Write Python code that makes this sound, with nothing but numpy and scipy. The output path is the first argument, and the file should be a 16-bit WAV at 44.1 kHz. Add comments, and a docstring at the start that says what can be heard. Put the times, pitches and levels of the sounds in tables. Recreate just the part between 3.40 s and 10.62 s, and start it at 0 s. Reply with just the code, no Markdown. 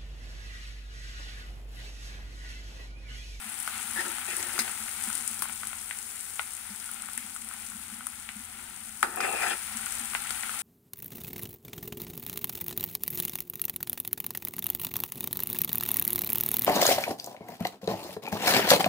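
"""Onions frying in a deep metal pan

Onions and spice paste fry in oil, heard from close above by a phone with two ports; the far one is shaded.
Dense noise and tiny damped tones make the fizz and bubbling; pitched bursts pop or knock, 9 kHz rings spit.
A slotted steel spatula scrapes and knocks: chattering noise and grains through the metal's resonances.
The kitchen hums low in filtered noise, and a dull damped tone thuds now and then."""
import sys
import numpy as np
from scipy import signal
from scipy.fft import rfft, irfft, next_fast_len
from scipy.io import wavfile
from scipy.ndimage import uniform_filter1d, map_coordinates

SR = 44100
rng = np.random.default_rng(int(sys.argv[2]) if len(sys.argv) > 2 else 0)


def unload_wav(signal):
    """Save mono or channel-first audio to the path in sys.argv[1] as 16-bit WAV at rate SR, clipped to [-1, 1]."""
    wavfile.write(
        sys.argv[1],
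        SR,
        np.round(np.clip(np.atleast_2d(signal).T, -1, 1) * 32767).astype(np.int16),
    )


N = 318385  # length of the scene in samples


def amp(db):
    """Decibels to linear gain."""
    return 10 ** (np.asarray(db) / 20)


def unit(x):
    """x brought to rms 1."""
    return x / np.sqrt(np.mean(x ** 2, axis=-1, keepdims=True) + 1e-20)


def along(points, hz):
    """(frequency [Hz], value) points read on a log frequency axis."""
    f, value = np.transpose(points)
    return np.interp(np.log(hz + 1), np.log(f + 1), value)


def curves(rows):
    """One value per sample for each column after the time."""
    s, *columns = np.transpose(rows)
    clock = np.arange(N) / SR
    return [np.interp(clock, s, column) for column in columns]


def wobble(rate):
    """A smooth random curve with this many knots a second."""
    knots = rng.standard_normal(int(N * rate / SR) + 4)
    return map_coordinates(knots, [np.arange(N) * rate / SR])


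def filtered(x, response):
    """x times a complex response of frequency."""
    size = next_fast_len(N + SR // 2)
    spectrum = rfft(x, size) * response(np.fft.rfftfreq(size, 1 / SR))
    return irfft(spectrum, size)[..., :N]


def coloured(x, spectrum):
    """x shaped by (frequency [Hz], level [dB]) points and brought to rms 1."""
    return unit(filtered(x, lambda hz: amp(along(spectrum, hz))))


def modal(modes):
    """The response of a set of resonances, with alternating signs."""
    def response(f):
        total = 0
        for k, (centre, width, db) in enumerate(modes):
            peak = 1j * f * width / (centre * centre - f * f + 1j * f * width)
            total = total + (-1) ** k * amp(db) * peak
        return total
    return response


def grains(rate, hz, spread, cycles, scatter_db, most_db):
    """Two unrelated streams of tiny damped tones of random pitch and size, rms 1; rate is per second."""
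    draw = rng.random((2, int(rate * N / SR), 3))
    pitch = np.clip(hz * np.exp(spread * (2 * draw[..., 1:2] - 1)), 100, .45 * SR)
    k = np.arange(int(4 * cycles * SR / hz) + 8)
    turn = k * pitch / SR
    size = amp(np.minimum(-scatter_db * np.log(draw[..., 2:]), most_db))
    body = size * np.exp(-turn / cycles) * np.sin(2 * np.pi * turn)
    at = (draw[..., :1] * N).astype(int) + k
    streams = [np.bincount(a.ravel(), b.ravel(), N + len(k))[:N] for a, b in zip(at, body)]
    return unit(np.array(streams))


def add(track, s, burst, echo_db, t60):
    """A burst and its scattered echoes in the bowl; the second row is the echo alone, by another path."""
    t = np.arange(SR // 8) / SR
    tails = rng.standard_normal((2, len(t))) * amp(-60 * t / t60) * (t > .001)
    tails /= np.linalg.norm(tails[0])
    echoes = signal.fftconvolve(burst[None], tails, axes=1)[:, :len(burst)]
    track[:, round(s * SR):][:, :len(burst)] += [burst + amp(echo_db) * echoes[0], echoes[1]]


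# room hum: (time [s], rumble level [dB], drone level [dB])
HUM = [(0.0, -69, -60), (0.04, -64, -57), (1.11, -58, -58), (1.35, -65, -54.5), (1.71, -58, -58),
       (2.83, -65, -64), (4.64, -62, -57), (5.27, -61.5, -59.5), (5.73, -63, -58), (6.94, -57.5, -58),
       (7.22, -65, -62)]
# colour of the rumble: (frequency [Hz], level per Hz [dB])
RUMBLE = [(12, -37), (20, -5.5), (54, -0.5), (76, 3.5), (92, 4.5), (108, -4.5), (145, -7.5), (160, -22),
          (210, -39), (350, -120)]
# colour of the drone: (frequency [Hz], level per Hz [dB])
DRONE = [(140, -16.5), (175, -1.5), (220, 12.5), (260, 2.5), (320, -18.5), (500, -20), (700, -42.5)]
# dull thuds: (time [s], level [dB], pitch [Hz])
THUDS = [(0.054, -40, 215), (1.201, -32.5, 230), (1.673, -31.5, 221), (2.091, -39.5, 222),
         (3.301, -36, 204), (3.769, -39.5, 243), (4.347, -38.5, 218), (4.959, -33.5, 214),
         (4.994, -42, 247), (6.35, -36, 228), (6.605, -34.5, 234)]


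def kitchen():
    """Rumble and a lumpy drone of filtered noise, and thuds of damped sines, nearly the same at both ports."""
    rumble_db, drone_db = curves(HUM)
    rumble_db = rumble_db + 0.8 * wobble(3)
    lumpy_db = drone_db + 1.6 * wobble(4.12) + 0.78 * wobble(13)
    rumble = amp(rumble_db) * coloured(rng.standard_normal(N), RUMBLE)
    drone = amp(lumpy_db) * coloured(rng.standard_normal(N), DRONE)
    thuds, t = np.zeros(N + SR), np.arange(SR // 4) / SR
    for s, db, hz in THUDS:
        swell = t / 0.011 * np.exp(-t / 0.0097)
        thuds[round(s * SR):][:len(t)] += amp(db + 3) * swell * np.sin(2 * np.pi * hz * t)
    # a little drone in opposite polarity sets the ports apart
    apart = amp(-15.0) * amp(drone_db) * coloured(rng.standard_normal(N), DRONE)
    return rumble + drone + thuds[:N] + np.array([apart, -apart])


# frying: (time [s], fizz level [dB], bubbling level against the fizz [dB])
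FRY = [(0.0, -37.5, -5), (0.4, -33, -7), (0.9, -32.5, -6.5), (1.05, -31, -8.5), (1.87, -33, -9.5),
       (2.07, -36, -8.5), (2.73, -35.5, -11.5), (3.42, -37.5, -9), (4.48, -39.5, -8), (5.05, -40.5, -7),
       (5.81, -38, -10), (5.93, -33.5, -9), (7.22, -33, -5.5)]
# colour of the fizz at the near port, which rings at 9 kHz: (frequency [Hz], level per Hz [dB])
FIZZ = [(2500, -17.5), (4300, -17.5), (5300, -18), (6900, -9.5), (8200, -2.5), (9100, 0.5), (9900, 0),
        (10700, -6), (12000, -13), (14200, -13), (15700, -15), (15900, -58)]
# colour of the bubbling in the bowl of the pan: (frequency [Hz], level per Hz [dB])
BUBBLING = [(300, -12), (430, -46), (600, -11), (780, 3.5), (1100, -5.5), (1380, 2.5), (1640, -3),
            (2070, 1.5), (2600, 0), (3450, -4), (4500, -9.5), (6000, -27)]


def frying():
    """Countless small bubbles: a bright fizz of clicks on hiss and a lower bubbling."""
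    fizz_db, bubble_db = curves(FRY)
    surge_db = 0.63 * wobble(11.0) + 0.39 * wobble(30)
    hiss = rng.standard_normal((2, 2, N))
    clicks = grains(rate=2000, hz=9000, spread=.6, cycles=1.1, scatter_db=4.5, most_db=21)
    fizz = coloured(1.42 * hiss[0] + clicks, FIZZ)
    blips = grains(rate=600, hz=2200, spread=.8, cycles=.7, scatter_db=4.5, most_db=19)
    blips = unit(filtered(blips, lambda hz: hz))  # low grains live longer: even out their energy
    bubbles = coloured(3.66 * hiss[1] + blips, BUBBLING)
    bubble_db = fizz_db + bubble_db + 0.18 * surge_db + 1.0 * wobble(11)
    return amp(fizz_db + surge_db) * fizz + amp(bubble_db) * bubbles


def scattered(count, over_db, scatter_db):
    """Small events at random: (time [s], level that follows the fizz [dB], a chance value 0-1)."""
    s, size, chance = rng.random((count, 3)).T
    s = s * N / SR
    fizz_db = np.interp(s, *np.transpose(FRY)[:2])
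    return s, fizz_db + over_db - scatter_db * np.log(size + 0.081), chance


# sharp bright spits of oil; the one at 1.19 s is the bright edge of the spatula's clank:
# (time [s], level [dB], broad crack against that level [dB])
SPITS = [(0.0994, -26, -26), (0.202, -18, -28), (0.276, -21, -16), (0.7188, -21, -25), (0.9674, -13.5, -21),
         (1.028, -17.5, -32), (1.1905, -17.5, -7.5), (1.6387, -19, -30), (1.6756, -23, -23),
         (1.729, -20, -23), (1.753, -16, -25), (1.7784, -18, -24), (1.8773, -12.5, -33), (1.9926, -24, -13),
         (2.0219, -15, -11), (2.2715, -18.5, -23), (2.588, -21, -33), (3.515, -22, -31), (3.6219, -21, -34),
         (3.734, -24.5, -25), (3.777, -15.5, -21.5), (3.9504, -27, -27), (3.9639, -24.5, -25),
         (4.046, -28, -24), (4.0711, -36, -30), (4.0888, -23, -34), (4.1385, -25.5, -32),
         (4.6688, -15, -27), (5.6287, -15, -16.5), (5.76, -20, -34), (5.8077, -25, -16), (6.3716, -19, -30),
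         (6.4605, -17, -26), (6.5235, -20, -22), (6.9068, -19, -13), (7.1162, -28, -16)]


def spits():
    """A spit or clank edge rings the near port for a few cycles, with a crack and a fizzing spray."""
    track, spray, t = np.zeros((2, N + SR)), np.zeros(N + SR), np.arange(SR // 8) / SR
    s, db, chance = scattered(count=30, over_db=8, scatter_db=1.5)
    small = zip(s, db, -25 + 8 * (chance - .5))
    for s, db, crack_db in [*SPITS, *small]:
        swell = t / 0.00011 * np.exp(1 - t / 0.00013)
        ring = swell * np.sin(2 * np.pi * rng.normal(9270, 600) * t)
        crack = 6.6 * amp(crack_db) * np.exp(-t / .0001) * rng.standard_normal(len(t))
        add(track, s, 2 * amp(db) * (ring + crack), echo_db=-8, t60=.03)
        spray[round(s * SR):][:len(t)] += 0.86 * amp(db + crack_db - 60 * t / 0.19)
    return track[:, :N] + spray[:N] * coloured(rng.standard_normal((2, N)), FIZZ)


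# sharp pops in the bowl: bubbles bursting, and spatula knocks near 5.63, 5.77 and 5.80 s:
# (time [s], level [dB], pitch [Hz], snap in the bowl against that level [dB])
POPS = [(.2765, -19, 1340, 4), (.507, -26, 1500, -4), (.784, -28, 1280, 2), (1.094, -26, 1820, 2),
        (1.157, -25, 2060, -3), (1.18, -20, 1270, 1), (1.279, -23, 2430, 1), (1.482, -25, 1940, 1),
        (1.702, -24, 1420, 2), (2.0226, -20, 1100, 0), (2.055, -26, 940, 1), (2.096, -23, 1510, 2),
        (2.233, -24, 1300, 5), (2.331, -24, 1520, 4), (2.51, -17, 2000, -4), (2.9948, -13, 1600, 6),
        (3.491, -29, 1450, 2), (3.687, -28, 1300, 5), (3.778, -23, 2030, -4), (3.962, -28, 1300, 2),
        (4.112, -30, 1280, 0.5), (4.608, -30, 1290, 4), (4.669, -29, 1290, 2), (4.89, -20.5, 2440, -4),
        (5.6292, -3, 1320, -2), (5.773, -20, 910, -4), (5.8045, -15, 1290, 3), (6.285, -30, 1480, 2),
        (6.466, -25, 1510, 3), (6.735, -25, 1210, 2), (6.7502, -8, 1650, 0), (6.906, -22, 1430, 1),
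        (7.034, -20, 2150, 1), (7.094, -17, 1500, -2), (7.142, -27, 1400, -2)]
# air and metal of the bowl as a burst excites them: (frequency [Hz], width [Hz], level [dB])
BOWL = [(760, 270, 0), (1485, 110, 5), (1977, 250, 1), (2940, 1340, -12)]


def pops():
    """A pop or knock rings for a cycle or two, its pitch sagging, and its snap rings the bowl."""
    track, t = np.zeros((2, N + SR)), np.arange(SR // 8) / SR
    snap = irfft(modal(BOWL)(np.fft.rfftfreq(2 * len(t), 1 / SR)))[:len(t)]
    snap /= np.abs(snap).max()
    s, db, chance = scattered(count=8, over_db=4, scatter_db=2.5)
    lowest_hz, highest_hz = 1220, 2240
    small_hz = lowest_hz + (highest_hz - lowest_hz) * chance ** 2
    small = zip(s, db, small_hz, np.zeros_like(s))
    for s, db, hz, snap_db in [*POPS, *small]:
        turn = hz * t * (0.95 + 0.3 * np.exp(-hz * t / 1.5))
        envelope = 1.7 * np.exp(-hz * t / 1.3) * (1 - np.exp(-hz * t / 0.25))
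        burst = -amp(db) * (envelope * np.sin(2 * np.pi * turn) + amp(snap_db) * snap)
        add(track, s, burst, echo_db=-11, t60=0.14)
    return filtered(track[:, :N], lambda f: (1j * f / (550 + 1j * f)) ** 3)  # a bubble is too small for bass


def ringing(x, modes, edge):
    """x through resonances; the flat of the blade wakes the low ones, its edge the high ones."""
    response = modal(modes)
    dull = unit(filtered(x, lambda f: response(f) / (1 + 1j * f / 600) ** 2))
    bright = unit(filtered(x, lambda f: response(f) * (1j * f / (2500 + 1j * f)) ** 2))
    edge = np.clip(edge, 0, 1)
    return np.sqrt(1 - edge) * dull + np.sqrt(edge) * bright


def shifting(x, favoured_hz, patchy_db):
    """As the contact point travels it favours one pitch, and resonances wax and wane in patches."""
    favour_db, favour_octaves = 4.5, .15  # lift at the favoured pitch and how far it spreads
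    hz, t, z = signal.stft(x, SR, nperseg=512)
    field = uniform_filter1d(rng.standard_normal(z.shape[1:]), size=5, axis=0)
    field = uniform_filter1d(field, size=10, axis=1)
    favoured = favoured_hz[np.minimum(t * SR, N - 1).astype(int)]
    octaves = np.log2((hz[:, None] + 1) / favoured)
    lift_db = favour_db * np.exp(-(octaves / favour_octaves) ** 2)
    z = z * amp(lift_db + patchy_db * field / field.std())
    return signal.istft(z, nperseg=512)[1][:, :N]


# spatula strokes: (time [s], length [s], level [dB], share on the bare wall [0-1],
# contact from flat of the blade to sharp edge [0-1], pitch the contact point favours [Hz])
STROKES = [(.555, .07, -33, .03, .65, 1800), (.6, .06, -34, 0.06, .45, 1350),
           (0.647, 0.082, -41, 0, .05, 370), (0.876, .055, -35, 0.6, 0.7, 2900),
           (.9, .29, -41, .1, .65, 340), (1.185, 0.097, -40, 0.4, .5, 370),
           (5.127, 0.21, -56.5, .03, 0.2, 370), (5.629, 0.0032, -23, .6, .3, 1300),
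           (5.655, .1, -40, .4, .1, 1300), (5.768, 0.035, -32, .9, .05, 800),
           (5.802, .06, -29, .9, .5, 2660), (5.812, .14, -30.5, 0.96, .33, 760),
           (5.95, .09, -32, .8, .5, 2400), (5.97, .17, -37, .6, .02, 450), (6.016, .06, -32, .5, .7, 1800),
           (6.06, .075, -32, .6, .85, 3300)]


def strokes():
    """Every stroke rises, holds and dies away: gain on the wall, gain on the bottom, edge, favoured pitch."""
    attack_share, release_t60 = 0.16, 0.13  # rise as a share of the length; dying away [s]
    s, length, db, share, edge, hz = np.transpose(STROKES)[..., None]
    clock = np.linspace(0, N / SR, num=N // 32)
    t = clock - s
    rise = np.clip(t / (attack_share * length), 0, 1)
    release_db = -60 * np.maximum(t - length, 0) / release_t60
    power = (amp(db + release_db) * rise) ** 2 + 1e-20
    total = power.sum(axis=0)
    share = np.clip(share, 0, 1)
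    lead = (power / total) ** 3  # the strongest stroke sets the pitch
    on_wall = np.sqrt((share * power).sum(axis=0))
    on_bottom = np.sqrt(((1 - share) * power).sum(axis=0))
    mean_edge = (edge * power).sum(axis=0) / total
    favoured_hz = (hz * lead).sum(axis=0) / lead.sum(axis=0)
    controls = on_wall, on_bottom, mean_edge, favoured_hz
    return [np.interp(np.arange(N) / SR, clock, c) for c in controls]


# ringing of the bare wall: (frequency [Hz], width [Hz], level [dB])
WALL = [(473, 107, -17.5), (708, 96, -3.5), (790, 110, -1.5), (1284, 68, -2), (1744, 57, 1), (2390, 26, 8),
        (2450, 50, 7.5), (2676, 26, 9.5), (3410, 150, -11), (4210, 46, -13), (4910, 83, -11.5),
        (6450, 74, -12.5), (7100, 73, -18), (7600, 330, -10), (8900, 530, -5.5)]
# ringing of the loaded bottom: (frequency [Hz], width [Hz], level [dB])
BOTTOM = [(361, 27, -9.5), (560, 37, -12), (908, 40, -1), (1324, 76, 0), (1837, 215, 2), (2780, 34, -32),
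          (3460, 69, -41), (4340, 20, -38), (4880, 78, -21)]
# the blade strikes the wall: (time [s], level [dB])
CLANKS = [(1.19, -18), (5.804, -31)]
# ringing of the blade: (frequency [Hz], width [Hz], level [dB])
BLADE = [(1575, 31, -5), (1760, 17, -8), (2040, 98, -1), (2670, 28, -2), (3630, 100, -9.5),
         (4200, 110, -4.5), (4960, 110, -2), (6470, 250, -4.5), (9000, 400, -8.5), (9840, 300, -10)]


def slipping():
    """Uneven slips of steel over metal: noise and very short grains."""
    ticks = grains(rate=700, hz=6100, spread=0.39, cycles=0.24, scatter_db=0.0, most_db=12)
    return 0.74 * rng.standard_normal((2, N)) + ticks


def spatula():
    """Steel chatters over metal: slips ring the wall or the loaded bottom of the pan; the blade clanks."""
    on_wall, on_bottom, edge, favoured_hz = strokes()
    chatter_db = 1.1 * wobble(45)
    rasp = ringing(slipping(), BOWL, edge)  # the grit itself, heard through the bowl
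    wall = ringing(slipping(), WALL, edge) + 0.44 * rasp
    bottom = ringing(slipping(), BOTTOM, edge) + 0.41 * np.clip(edge, 0, 1) * rasp
    scrape = shifting(on_wall * wall + on_bottom * bottom, favoured_hz, patchy_db=2)
    blows, t = np.zeros(N + SR), np.arange(SR // 4) / SR
    for s, db in CLANKS:
        blows[round(s * SR):][:len(t)] += amp(db - 60 * t / 0.087) * (1 - np.exp(-t / 0.001))
    blade = unit(filtered(rng.standard_normal((2, N)), modal(BLADE)))
    return amp(chatter_db) * scrape + blows[:N] * blade


# phase by which the far port lags: (frequency [Hz], lag [rad])
LAG = [(0, 0), (340, .4), (950, 5.8), (1500, 6.3), (2580, 9.3), (4310, 15.6), (5600, 16.1), (7580, 20.3),
       (10100, 28.2), (16500, 51)]
# share of the sound common to both ports: (frequency [Hz], share [0-1])
ALIKE = [(250, 0.88), (450, 0.94), (900, 0.37), (1500, 0.88), (2200, 0.31), (2800, 0.2), (3400, 0.59),
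         (4700, 0.25), (6300, 0.054), (9000, 0.28), (12000, 0.063)]


def ports(pan, shading):
    """The far port hears the pan later, shaded by the phone, and partly by other paths."""
    def bassless(hz):  # a pan is too small to radiate bass
        return (1j * hz / (150 + 1j * hz)) ** 2

    def to_far(hz):
        alike = np.clip(along(ALIKE, hz), 0, 1)
        shade = amp(along(shading, hz)) * np.exp(-1j * np.interp(hz, *np.transpose(LAG)))
        return bassless(hz) * shade * np.array([alike, np.sqrt(1 - alike ** 2)])

    far = filtered(pan, to_far).sum(0)
    return np.array([filtered(pan[0], bassless), far])


# far port against the near one: (frequency [Hz], level [dB])
SHADE = [(250, -4.5), (430, -3.5), (780, -13.5), (950, -6), (1400, -2), (2100, -6.5), (3450, -9.5),
         (4300, -1), (5500, 0.5), (6900, -17), (9000, -23), (10700, -22.5), (12000, -6.5), (14200, 1)]
# the same for the lows of a stroke, which come from the whole pan and reach both ports:
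# (frequency [Hz], level [dB])
WHOLE_PAN = [(250, 0.5), (600, -3), (780, -7), (1000, -6.5)]


def scene():
    """Bubbles, spits and spatula reach the ports with their own shading, over the kitchen."""
    above = [point for point in SHADE if point[0] > WHOLE_PAN[-1][0]]
    bursts = ports(frying() + pops() + spits(), SHADE)
    steel = ports(spatula(), [*WHOLE_PAN, *above])
    return bursts + steel + kitchen()


def record(dry):
    """The phone is nearly deaf near its band limit and keeps nothing above it."""
    fade_hz, top_hz = 15830, 16995
    return filtered(dry, lambda hz: np.where(hz < fade_hz, 1, amp(-28)) * (hz < top_hz))


dry = scene()
out = record(dry)
unload_wav(out)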